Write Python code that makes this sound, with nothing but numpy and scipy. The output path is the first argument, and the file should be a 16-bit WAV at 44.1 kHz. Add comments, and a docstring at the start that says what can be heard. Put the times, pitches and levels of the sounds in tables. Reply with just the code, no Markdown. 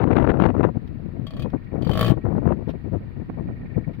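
"""Wind gusts buffet and pop on the microphone, mostly on the left port, over a thudding, ticking idle.
The engine is a diesel pickup's, creeping over a muddy ridge with grit scraping under its tyres.
Its brakes or springs stick and slip: a short creak at 1.3 s, then a loud harsh groan around 2 s.
Each slip snaps, cracks and rasps, and rings the chassis and its thin panels."""
import sys
import numpy as np
from scipy import signal
from scipy.io import wavfile
from scipy.ndimage import uniform_filter1d

SR = 44100
rng = np.random.default_rng(int(sys.argv[2]) if len(sys.argv) > 2 else 0)


def waveform_to_disk(signal):
    """Save audio, clipped to [-1, 1], as 16-bit WAV at the path in sys.argv[1]."""
    frames = np.transpose(np.atleast_2d(signal))
    scaled = np.clip(frames, -1, 1) * 32767
    samples = np.round(scaled).astype(np.int16)
    wavfile.write(sys.argv[1], SR, samples)


N = 176400
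TIME = np.arange(N) / SR
RIGHT_LAG_S, LOW_BELOW_HZ = 0.000088, 2100

# stick-slip jolts: t/s, level/dB, low-mode weight/dB, snap level/dB
SLIPS = [(1.268, -16, -10, -27.5), (1.307, -22.5, -8, -40), (1.336, -26, -2.5, -41), (1.367, -21, -8, -33),
         (1.395, -15, -11, -24.5), (1.422, -15, -11.5, -22.5), (1.822, -17, -16, -32),
         (1.848, -20, -7, -25), (1.873, -17.5, -15, -28), (1.894, -14.5, -6, -20), (1.914, -12, -7, -17),
         (1.934, -10, -9.5, -14), (1.954, -11.5, -2.5, -27), (1.9741, -9.5, 0, -6.5), (1.9922, -8, 1, -8),
         (2.0105, -4.5, -1, 1), (2.0283, -9, 2.5, -9.5), (2.046, -6.5, -3.5, -14), (2.063, -6.5, -6.5, -24),
         (2.08, -8, -5.5, -28), (2.098, -13.5, -3, -29), (2.109, -22, 3, -14)]
# creak balance: f/Hz, left minus right/dB
CREAK_PAN = [(100, 13), (1200, 0), (3000, 4), (6000, 4.5), (12000, 7)]


def creak():
    """Brakes or springs stick and slip; each jolt rings panels and chassis, squeals, rasps and cracks."""
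    # squeal, sinking as the load grows: t/s, f/Hz
    squeal_pitch = [(1.4, 3260), (1.85, 3104), (2.0, 3120), (2.1, 3080)]
    # chassis modes: f/Hz, level/dB, t60/s
    chassis_modes = [(113.4, 4, 0.4), (182, 10, 0.087), (487, 6, 0.1), (581, 5, 0.067), (638, 8.5, 0.15),
                     (760, -9, 0.13), (1130.5, 3, 0.16), (1324, -6, .08), (1720, -4.5, 0.099),
                     (2446, -14.5, 0.18), (2750, -23, 0.062), (3670, -20, 0.045), (4400, -7.5, 0.063),
                     (4650, -14, 0.093)]
    squeal_db, chassis_db = -27, -27.5
    times_s, slip_db, low_db, _ = np.transpose(SLIPS)
    ringing = panels(times_s, slip_db, count=36)
    ringing += struck_mode(times_s, squeal_db + slip_db, at_time(squeal_pitch, times_s), t60_s=0.085)
    for hz, mode_db, t60_s in chassis_modes:
        strike_db = chassis_db + slip_db + mode_db + low_db * (hz < LOW_BELOW_HZ)
        ringing += struck_mode(times_s, strike_db, hz, t60_s)
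    high_jolts = clicks_at(times_s, from_db(slip_db))
    low_jolts = clicks_at(times_s, from_db(slip_db + low_db))
    return ringing + rasp(low_jolts, high_jolts) + crack(low_jolts)


def struck_mode(times_s, levels_db, hz, t60_s):
    """One mode at both ports; strength and pitch scatter from blow to blow."""
    wander, scatter_db = 0.0095, 4.5
    out = np.zeros((2, N + SR))
    age_s = np.arange(SR // 4) / SR
    chance = rng.standard_normal((len(times_s), 3))
    pitches_hz = hz * (1 + wander * chance[:, 0])
    for start_s, db, pitch_hz, scatter in zip(times_s, levels_db, pitches_hz, chance[:, 1:]):
        tone = np.sin(2 * np.pi * pitch_hz * age_s) * from_db(db - 60 * age_s / t60_s)
        for port, lag_s in enumerate((0, RIGHT_LAG_S)):
            i = int((start_s + lag_s) * SR)
            out[port, i:i + len(tone)] += tone * from_db(scatter_db * scatter[port])
    return creak_pan(np.mean(hz)) * out[:, :N]


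def panels(times_s, slip_db, count):
    """Thin panels ring in many close high modes, each struck with a random strength."""
    # mode envelope: f/Hz, relative level/dB
    envelope = [(2900, 2), (3200, 3), (3900, -16), (4650, 2.5), (5300, -33), (6800, -15), (7500, -26)]
    pitches_hz = np.geomspace(envelope[0][0], envelope[-1][0], count)
    pitches_hz *= 1 + .01 * rng.standard_normal(count)
    out = 0
    for hz in pitches_hz:
        gains = from_db(slip_db - 39.5 + at_hz(envelope, hz))
        scatter = rng.standard_normal((2, len(times_s)))
        hits = np.array([clicks_at(times_s, gains * side) for side in scatter])
        out += creak_pan(hz) * ring(hits, hz, t60_s=0.06)
    return out


def rasp(low_jolts, high_jolts):
    """The surfaces rub in a brief noise burst at each slip."""
    # rasp spectrum: f/Hz, relative density/dB
    spectrum = [(200, 7.5), (600, 0.5), (1200, 0.5), (2300, -1.5), (3400, 0), (4600, -16), (5800, -19),
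                (8000, -25), (12000, -19.5), (15500, -22)]
    rise_s, decay_s = 0.0007, 0.014
    low, high = [decay(jolts, decay_s) - decay(jolts, rise_s) for jolts in (low_jolts, high_jolts)]
    out = 0
    for hz, noise in bands(spectrum):
        out += creak_pan(hz) * noise * (low if hz < LOW_BELOW_HZ else high)
    return from_db(-28) * out


def crack(jolts):
    """Each slip cracks and rebounds: two heavily damped pings."""
    pitch_hz, rebound_s = 1270, 0.0017
    pings = ring(jolts + np.roll(jolts, int(rebound_s * SR)), pitch_hz, t60_s=0.0048)
    lowpass = signal.butter(2, 2 * pitch_hz, fs=SR, output="sos")
    left = from_db(-10) * signal.sosfilt(lowpass, pings)
    return np.array([left, np.roll(left, int(RIGHT_LAG_S * SR))])


def friction():
    """The surfaces let go with a bright snap; at full load they also slide, hissing, then stop dead."""
    # snap and slide spectrum: f/Hz, relative density/dB
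    spectrum = [(1500, 7), (3600, 3), (5500, -14), (8500, -14.5), (12000, -9), (15500, -1.5)]
    slide = from_db(-43.5) * burst(start_s=2.005, hold_s=0.096, rise_s=0.024, fall_s=0.0035)
    snaps = sum(from_db(db - 27) * burst(start_s, hold_s=.0035, rise_s=.0004, fall_s=.0016)
                for start_s, _, _, db in SLIPS)
    bright = sum(creak_pan(hz) * noise for hz, noise in bands(spectrum) if hz > spectrum[0][0])
    return (slide + snaps) * bright


def wind():
    """Gusts break into eddies at each port; stronger flow buffets brighter."""
    # gusts per port: t/s, length/s, level/dB
    left_gusts = [(0, 0.043, -10), (0.067, 0.023, -11), (0.106, 0.034, -10), (0.153, 0.035, -8.5),
                  (0.194, .06, -11), (0.267, 0.0049, -8.5), (0.29, 0.026, -9.5), (0.323, 0.14, -13),
                  (0.401, 0.065, -8.5), (0.488, 0.016, -11), (0.545, 0.0074, -13.5), (0.568, 0.044, -12.5),
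                  (0.632, 0.023, -9.5), (0.668, .02, -14.5), (0.752, .025, -21.5), (0.824, 0.031, -29),
                  (0.876, 0.19, -30.5), (1.03, 0.066, -27.5), (1.137, 0.11, -26.5), (1.333, 0.098, -26),
                  (1.448, 0.017, -16.5), (1.536, 0.014, -15.5), (1.725, 0.067, -18.5), (1.816, .02, -16.5),
                  (1.868, 0.004, -12.5), (1.894, 0.019, -14), (1.927, 0.19, -19.5), (2.086, 0.04, -14),
                  (2.175, 0.0067, -17), (2.248, 0.089, -15.5), (2.349, 0.033, -16.5), (2.374, 0.011, -14.5),
                  (2.421, 0.037, -17.5), (2.455, 0.077, -13), (2.571, 0.055, -22.5), (2.679, 0.019, -18),
                  (2.741, 0.006, -19.5), (2.846, 0.034, -22), (2.925, 0.034, -17.5), (3.08, .05, -32.5),
                  (3.168, 0.055, -25), (3.376, 0.044, -20.5), (3.455, 0.087, -29), (3.694, 0.054, -29),
                  (3.767, 0.02, -17.5), (3.777, 0.048, -28.5), (3.878, 0.024, -21.5), (3.989, .03, -26)]
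    right_gusts = [(0.293, 0.1, -38.5), (1.338, 0.067, -37), (2.121, 0.096, -43.5), (2.264, 0.023, -37),
                   (2.352, 0.033, -33.5), (2.996, 0.048, -34.5), (3.295, 0.0053, -24), (3.325, 0.015, -31),
                   (3.424, .045, -36), (3.484, 0.019, -26.5), (3.54, 0.037, -38), (3.597, 0.062, -32)]
    # full-gust spectrum: f/Hz, relative density/dB
    spectrum = [(25, -19.5), (70, -4.5), (140, -2.5), (230, -2.5), (330, -5.5), (600, -10), (1200, -18.5),
                (2400, -29), (4400, -44), (5600, -73.5), (8000, -83.5), (11000, -79.5), (15000, -72.5)]
    # band response to flow: f/Hz, slope/(dB/dB)
    flow_slopes = [(25, 1), (100, 0.5133), (250, 0.8973), (600, 1.54), (1500, 2.5), (4500, 5), (10000, 1)]
    gain_db, max_eddy_slope = -3.5, 2.08
    full_gust_db = np.array([[-6], [-19]])  # left, right
    flow_db = np.array([gust_db(left_gusts, breeze_db=-37), gust_db(right_gusts, breeze_db=-67.5)])
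    swirl_db = np.array([eddy_db(), eddy_db()])
    buffet = 0
    for hz, noise in bands(spectrum):
        slope = at_hz(flow_slopes, hz)
        buffet += noise * from_db(slope * (flow_db - full_gust_db) + min(slope, max_eddy_slope) * swirl_db)
    return buffet * from_db(gain_db + full_gust_db)


def gust_db(gusts, breeze_db):
    """Flow at one port: the strongest gust, or the breeze between gusts."""
    flow = from_db(breeze_db)
    for start_s, length_s, db in gusts:
        flow = np.maximum(flow, from_db(db) * burst(start_s, length_s, rise_s=0.0076, fall_s=0.016))
    return 20 * np.log10(flow)


def eddy_db(depth_db=3, span_s=0.018):
    """Eddies swing the flow quickly, within soft limits."""
    swirl = drift(rate_hz=90)
    swirl = unit_rms(swirl - .5 * uniform_filter1d(swirl, int(span_s * SR)))
    return depth_db * 2 * np.tanh(swirl / 2)


def pops(half_width_cycles=0.4):
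    """The hardest eddies kick the left port for about one cycle, from dull bumps to sharp pops."""
    # pressure kicks: t/s, level/dB, f/Hz
    kicks = [(0.171, -8.5, 1300), (.1855, -6.5, 600), (0.2522, -11.5, 1100), (0.2753, -8.5, 1280),
             (0.294, -10.5, 1370), (0.3057, -12, 1480), (0.459, -6.5, 800), (0.4886, -13, 400),
             (.597, 0, 320), (.643, -5, 1000), (.652, -1.5, 450), (0.772, -7.5, 152), (1.462, -12.5, 194),
             (1.539, -18, 790), (1.545, -12, 196), (1.895, -11, 780), (1.902, -6, 100), (2.105, -1.5, 128),
             (2.121, -2, 216), (2.469, 0, 140), (2.509, -3.5, 400), (2.936, -11.5, 190), (3.771, -5.5, 125),
             (3.883, -8.5, 140)]
    left = np.zeros(N)
    for centre_s, db, hz in kicks:
        near = np.abs(TIME - centre_s) < .03
        cycles = (TIME[near] - centre_s) * hz
        left[near] -= from_db(db) * np.sin(2 * np.pi * cycles) / np.cosh(cycles / half_width_cycles) ** 2
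    return np.array([left, np.zeros(N)])


def engine():
    """Four diesel cylinders fire in turn: exhaust tones, a steady rush and a knock per firing."""
    # idle speed: t/s, firing rate/Hz
    idle = [(0, 28), (1.0, 18.2), (2.0, 22.3), (3.0, 22.1), (3.65, 22.0), (4.0, 20.6)]
    # exhaust tones: multiple of firing rate, rms level/dB
    harmonics = [(2, -49.5), (3, -58.5), (4, -66), (5, -53.5), (6, -62), (7, -51.5), (8, -56.5)]
    # rush spectrum: f/Hz, relative density/dB
    rush_spectrum = [(30, 7.5), (120, 6), (300, -5), (600, -10.5), (1000, -12), (2200, -16), (3000, -29),
                     (4500, -25.5), (6500, -44)]
    firing_hz = at_time(idle, TIME) * (1 + .015 * drift(rate_hz=3.5))
    cycles = 0.08 + np.cumsum(firing_hz) / SR
    firings_s = np.flatnonzero(np.diff(np.floor(cycles))) / SR
    exhaust = 0
    for order, db in harmonics:
        amplitude = np.sqrt(2) * from_db(db + 2 * drift(rate_hz=5.1))
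        exhaust += amplitude * np.sin(2 * np.pi * (order * cycles + rng.random()))
    lowpass = signal.butter(12, 4720, fs=SR, output="sos")
    rush = signal.sosfilt(lowpass, from_db(-49) * shaped_noise(rush_spectrum))
    return exhaust + rush + knock(firings_s)


def knock(firings_s, smoothing_s=0.014):
    """Combustion ticks in narrow noise bands, each cylinder with its own strength."""
    # knock bands: f/Hz, width/Hz, level/dB, decay/s, weight of cylinder pattern
    resonances = [(1846, 150, -57.5, 0.03, 0.18), (2276, 260, -61, 0.0093, 2.1)]
    # cylinder pattern: level/dB
    cylinders_db = [0, 2, -1, 1.5]
    # knock grows clearer as the tail lifts: t/s, gain/dB
    clarity = [(0, -10), (1.0, -10.5), (1.7, -2.5), (2.8, -7.5), (3.3, -5.5), (3.75, 1.5), (4.0, -6)]
    out = 0
    for hz, width_hz, db, decay_s, unevenness in resonances:
        strengths = from_db(unevenness * np.resize(cylinders_db, len(firings_s)))
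        gate = uniform_filter1d(decay(clicks_at(firings_s, strengths), decay_s), int(smoothing_s * SR))
        body = signal.butter(2, [hz - width_hz / 2, hz + width_hz / 2], "band", fs=SR, output="sos")
        out += from_db(db) * unit_rms(signal.sosfilt(body, gate * rng.standard_normal((2, N))))
    return out * from_db(at_time(clarity, TIME))


def grit():
    """Stones scrape briefly under the tyres."""
    # scrapes: t/s, length/s, level/dB
    scrapes = [(0.874, 0.0049, -52), (1.502, 0.0022, -51), (1.644, 0.0033, -59.5), (2.685, 0.026, -49),
               (3.933, 0.024, -60)]
    # scrape spectrum: f/Hz, relative density/dB
    spectrum = [(500, 13), (2500, 10), (4500, 2.5), (6000, -33.5), (9000, -28.5), (15000, -11)]
    envelope = sum(from_db(db) * burst(start_s, length_s, rise_s=0.0015, fall_s=0.005)
                   for start_s, length_s, db in scrapes)
    roughness = from_db(2.1 * drift(rate_hz=150))
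    return envelope * roughness * shaped_noise(spectrum)


def hiss():
    """Faint steady hiss."""
    # hiss spectrum: f/Hz, relative density/dB
    spectrum = [(3000, 3), (6500, 2.5), (8300, -8.5), (11000, 9.5), (13000, 8), (15000, 6)]
    return from_db(-82.5) * shaped_noise(spectrum)


def from_db(db):
    """Decibels to gain."""
    return 10 ** (np.asarray(db) / 20)


def unit_rms(x):
    """Scale to unit rms."""
    return x / np.sqrt(np.mean(x ** 2) + 1e-20)


def at_time(points, times_s):
    """Read a table on a time axis."""
    return np.interp(times_s, *np.transpose(points))


def at_hz(points, hz):
    """Read a table on a log-frequency axis."""
    points_hz, values = np.transpose(points)
    return np.interp(np.log(hz), np.log(points_hz), values)


def creak_pan(hz):
    """Left and right gains of the creak."""
    db = at_hz(CREAK_PAN, hz)
    return from_db([[db / 2], [-db / 2]])


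def drift(rate_hz):
    """Smooth random motion of unit rms."""
    r = np.exp(-2 * np.pi * rate_hz / SR)
    return unit_rms(signal.lfilter([1], [1, -2 * r, r * r], rng.standard_normal(N + SR)))[SR:]


def bands(spectrum):
    """Half-octave stereo noise bands as (f/Hz, signal); total power about 1."""
    edges_hz = 22 * 2 ** np.arange(0, 9.6, .5)
    centres_hz = np.sqrt(edges_hz[1:] * edges_hz[:-1])
    gains = from_db(at_hz(spectrum, centres_hz))
    gains /= np.sqrt(np.sum(gains ** 2 * np.diff(edges_hz)) * 2 / SR)
    white = rng.standard_normal((2, 2, N))
    for k, hz in enumerate(centres_hz):
        bandpass = signal.butter(3, edges_hz[k:k + 2], "band", fs=SR, output="sos")
        yield hz, gains[k] * signal.sosfilt(bandpass, white[k % 2])


def shaped_noise(spectrum):
    """Stereo noise of the given spectral shape."""
    return sum(noise for _, noise in bands(spectrum))


def burst(start_s, hold_s, rise_s, fall_s):
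    """Exponential rise up to start_s, hold, exponential fall."""
    attack = np.minimum(TIME - start_s, 0) / rise_s
    release = np.maximum(TIME - start_s - hold_s, 0) / fall_s
    return np.exp(np.maximum(attack - release, -40))


def clicks_at(times_s, gains):
    """Train of one-sample clicks."""
    return np.bincount((times_s * SR).astype(int), gains, N)[:N]


def decay(clicks, decay_s):
    """Each click starts an exponential decay."""
    return signal.lfilter([1], [1, -np.exp(-1 / (decay_s * SR))], clicks + 1e-18)


def ring(clicks, hz, t60_s):
    """Each click starts a damped sine of its own height."""
    r, w = from_db(-60 / (t60_s * SR)), 2 * np.pi * hz / SR
    return signal.lfilter([0, np.sin(w)], [1, -2 * r * np.cos(w), r * r], clicks + 1e-18)


def scene():
    """Truck, wind and hiss, in stereo."""
    return engine() + creak() + friction() + grit() + wind() + pops() + hiss()


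def record(dry):
    """Round the peaks and cut the top."""
    ceiling, stop_hz = .9, 17000
    rounded = dry / (1 + (dry / ceiling) ** 6) ** (1 / 6)
    return signal.sosfilt(signal.cheby2(14, 70, stop_hz, fs=SR, output="sos"), rounded)


dry = scene()
out = record(dry)
waveform_to_disk(out)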